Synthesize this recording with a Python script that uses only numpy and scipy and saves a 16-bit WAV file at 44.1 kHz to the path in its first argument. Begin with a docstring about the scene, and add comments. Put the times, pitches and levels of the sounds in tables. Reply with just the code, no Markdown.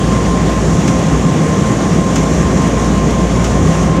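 """Two clothes dryers run side by side in a small laundry room, heard from close by.
Their motors turn at nearly the same speed, so the hum swells slowly and the whine beats five times
a second. Laundry tumbles in a booming drum and thuds against the cabinet, air rushes through the
ducts, buttons and zips tick faintly, and the drum scuffs its seal once a turn."""
import sys
import numpy as np
from scipy import signal
from scipy.fft import rfft, irfft
from scipy.io import wavfile
from scipy.ndimage import uniform_filter1d

SR = 44100
rng = np.random.default_rng(int(sys.argv[2]) if len(sys.argv) > 2 else 0)


def store_wav(level_fs):
    """Save 16-bit WAV to argv[1]."""
    pcm = np.round(np.clip(np.atleast_2d(level_fs), -1, 1) * 32767)
    wavfile.write(sys.argv[1], SR, pcm.T.astype(np.int16))


N = 176400
T = np.arange(N) / SR


def amp(db):
    """Decibels to gain."""
    return 10 ** (np.asarray(db) / 20)


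def unit(x):
    """Scales to rms 1."""
    return x / np.sqrt(np.mean(x ** 2) + 1e-20)


def colour(x, points):
    """Equalises x with a curve of (frequency [Hz], gain [dB]) points."""
    hz, db = np.transpose(points)
    f = np.fft.rfftfreq(len(x), 1 / SR)
    return irfft(rfft(x) * amp(np.interp(np.log(f + 1), np.log(hz), db)), len(x))


def drift(rate_hz):
    """Smooth random modulation of rms 1."""
    f = np.fft.rfftfreq(N, 1 / SR)
    return unit(irfft(rfft(rng.standard_normal(N)) * np.exp(-(f / rate_hz) ** 2) * (f > 0), N))


def turbulence(points, patchy_db):
    """Coloured noise of rms 1 whose level drifts in patches of time and frequency."""
    spectra = signal.stft(rng.standard_normal(N), nperseg=512)[2].T
    patches = uniform_filter1d(rng.standard_normal(spectra.shape), size=12, axis=0)
    patches = unit(uniform_filter1d(patches, size=8, axis=1))
    noise = signal.istft((spectra * amp(patchy_db * patches)).T)[1][:N]
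    return unit(colour(noise, points))


def swell(t, rise_s, decay_s):
    """Envelope with a soft attack and an exponential decay, peak 1."""
    shape = (1 - np.exp(-(t / rise_s) ** 2)) * np.exp(-t / decay_s)
    return shape / shape.max()


def motors():
    """Hum and blower whine of two motors that pass in and out of step."""
    # motor partials (shaft-rate multiple [rounded on use], first motor [dB], second motor [dB])
    partials = [(1, -24, -25), (2, -30.5, -41.5), (3, -29, -34), (8, -34.5, -34), (9, -44.5, -30),
                (18, -30, -32.5), (36, -55, -56), (48, -50, -73), (58, -60, -53), (80.8, -62, -57),
                (105, -61, -64)]
    # fader ride on the blower whine (time [s], level [dB])
    whine_ride = [(0, 2.5), (.38, 1.5), (.7, -2.5), (1.2, -1), (1.7, -.3), (2.1, 0.5), (2.8, -0.5),
                  (3.5, -1), (4, 0)]
    shaft_hz, slower_by_hz, in_step_s = 58.53, .2924, 3.2
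    out = np.zeros(N)
    for motor, hz in enumerate([shaft_hz, shaft_hz - slower_by_hz]):
        turns = hz * (T - in_step_s) + .0014 * drift(5.8)  # slight shaft wobble
        for multiple, *db in partials:
            level = amp(db[motor]) * (1 + .21 * drift(40))  # flutter
            if round(multiple) == 18:  # the blower whine
                level *= amp(np.interp(T, *np.transpose(whine_ride)))
            out += level * np.sqrt(2) * np.sin(2 * np.pi * round(multiple) * turns)
    return out


def tumbling():
    """Each fall of laundry swells into the low modes of the drum, over a steady rumble."""
    # rumble of the drum and cabinet (frequency [Hz], gain [dB])
    rumble_eq = [(15, -30), (32, -34), (42, -25), (52, -12.5), (64, -11), (95, -9.5), (135, -7),
                 (150, -6.5), (159, -2.5), (168, -6), (178, -1.5), (187, -5), (202, -3.5), (245, -9.5),
                 (272, -8.5), (330, -12.5), (400, -13), (520, -19.5), (660, -18), (850, -27), (1400, -38),
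                 (4000, -70)]
    # soft falls of laundry (time [s], level [dB])
    falls = [(0.411, -13), (0.619, -16), (1.031, -15), (1.22, -13.5), (1.38, -13.5), (1.9, -16.5),
             (2.16, -11.5), (2.341, -19), (2.52, -15), (2.741, -23), (3.22, -19), (3.641, -10.5),
             (3.819, -14.5)]
    # drum modes (frequency [Hz], level [dB])
    modes = [(160, 3.5), (178, -8), (203, -12), (265, -11.5)]
    out = amp(-13) * turbulence(rumble_eq, patchy_db=.2)
    for start, db in falls:
        t = np.maximum(T - start, 0)
        ring = np.zeros(N)
        for hz, mode_db in modes:
            detuned_hz = hz * rng.uniform(1, 1.02)
            ring += amp(mode_db) * np.sin(2 * np.pi * (detuned_hz * t + rng.random()))
        out += amp(db) * swell(t, rise_s=.0085, decay_s=.12) * ring
    return out


def air():
    """Air rushes through the ducts and hisses at the vents, with a slight shared flicker."""
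    # body of the rushing air (frequency [Hz], gain [dB])
    rush_eq = [(200, -8.5), (700, 0), (950, -0.5), (1150, 2), (1330, -5.5), (1800, -4), (2250, -7.5),
               (2600, -10.5), (3300, -11), (4100, -16), (5200, -20), (9000, -47.5)]
    # hiss of the vents (frequency [Hz], gain [dB])
    hiss_eq = [(2000, -36), (4200, -13), (5050, -8.5), (5750, 0), (6300, -.5), (7000, .5), (8000, -8.5),
               (9000, -11.5), (11000, -21.5), (13000, -29.5), (16000, -38)]
    # fader ride on the hiss (time [s], level [dB])
    hiss_ride = [(0, 0), (.45, -0.6), (.75, 1.5), (1.0, -0.2), (1.25, 0), (1.95, 0), (2.3, 1), (2.7, 0),
                 (3.2, -0.7), (3.8, 0.5)]
    flicker = amp(.52 * drift(9.8))
    rush = amp(-24.5) * turbulence(rush_eq, patchy_db=.8)
    hiss_db = -31.5 + np.interp(T, *np.transpose(hiss_ride))
    hiss = amp(hiss_db) * turbulence(hiss_eq, patchy_db=.9)
    return flicker * (rush + hiss)


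def ticks():
    """Buttons and zips tap faintly inside the drum at random moments."""
    # bright tap of fasteners on the drum (frequency [Hz], gain [dB])
    tick_eq = [(500, -27), (1800, -26), (3200, 5), (4600, 1), (6500, 6.5), (9500, -4), (12000, -14),
               (16000, -30)]
    ticks_per_s, decay_s = 12, .007
    hits = rng.random(N) < ticks_per_s / SR
    accents = amp(1.5 * np.minimum(rng.exponential(1, N), 2))
    envelope = signal.lfilter([1], [1, -np.exp(-1 / (decay_s * SR))], hits * accents)
    return amp(-46.5) * unit(colour(envelope * rng.standard_normal(N), tick_eq))


def scuffs():
    """The drum catches its seal with a dry tick, then a short rub dies away in the room."""
    # scuffs of the seal, one a turn (time [s], level [dB])
    cues = [(.875, -22), (2.155, -20.5), (3.441, -22)]
    # sharp catch that starts each scuff (frequency [Hz], gain [dB])
    catch_eq = [(2000, -16), (5000, -4), (6800, 7), (8000, -2), (9500, -15), (12500, -18), (15500, -21)]
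    # the rub as the room returns it (frequency [Hz], gain [dB])
    rub_eq = [(300, -18), (1200, 10), (2000, 2), (3000, 4.5), (4300, -5.5), (6200, 6), (7800, -2),
              (9500, -18), (12000, -26), (15500, -30)]
    rise_s, hold_s, decay_s = .0044, .0054, .021
    catch_envelope, rub_envelope = np.zeros((2, N))
    for start, db in cues:
        t = np.maximum(T - start, 0)
        catch_envelope += amp(db - 1.5) * swell(t, rise_s=.0013, decay_s=.0055)
        tail = np.exp(-np.maximum(t - rise_s - hold_s, 0) / decay_s)
        rub_envelope += amp(db) * np.minimum(t / rise_s, 1) * tail
    catch = catch_envelope * unit(colour(rng.standard_normal(N), catch_eq))
    rub = rub_envelope * unit(colour(rng.standard_normal(N), rub_eq))
    return catch + rub


def thuds():
    """Heavy bundles push the cabinet panels for a few slow cycles."""
    # dull thuds against the cabinet (time [s], pitch [Hz], level [dB])
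    cues = [(1.091, 61.6, -13), (2.291, 72.3, -14.5), (2.399, 81, -15.5), (3.362, 116.5, -14),
            (3.578, 84.7, -11.5)]
    out = np.zeros(N)
    for start, hz, db in cues:
        t = np.maximum(T - start, 0)
        panel = np.sin(2 * np.pi * (hz * t + rng.random()))
        out += amp(db) * swell(t, rise_s=.024, decay_s=.079) * panel
    return out


def scene():
    """Both machines in one mono mix."""
    return (motors() + tumbling() + thuds() + air() + scuffs() + ticks())[None]


def record(dry):
    """Dulls the treble in the last moments, cuts the sub-bass, rounds the peaks and trims the top."""
    dull_from_s, dull_db_per_s, dull_above_hz = 3.83, 55, 4600
    low_cut_hz, high_cut_hz = 43.6, 15700
    hz, t, spectra = signal.stft(dry, SR, nperseg=512)
    treble = 1 / (1 + (dull_above_hz / (hz + 1)) ** 3)
    spectra *= amp(-dull_db_per_s * treble[:, None] * np.maximum(t - dull_from_s, 0))
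    x = signal.istft(spectra, SR)[1][:, :N]
    x = signal.sosfilt(signal.butter(6, low_cut_hz, "high", fs=SR, output="sos"), x)
    x = x / (1 + abs(x / .97) ** 8) ** (1 / 8)  # soft clip
    high_cut = signal.firwin(511, high_cut_hz, window=("kaiser", 9), fs=SR)
    return signal.oaconvolve(x, high_cut[None], "same")


dry = scene()
out = record(dry)
store_wav(out)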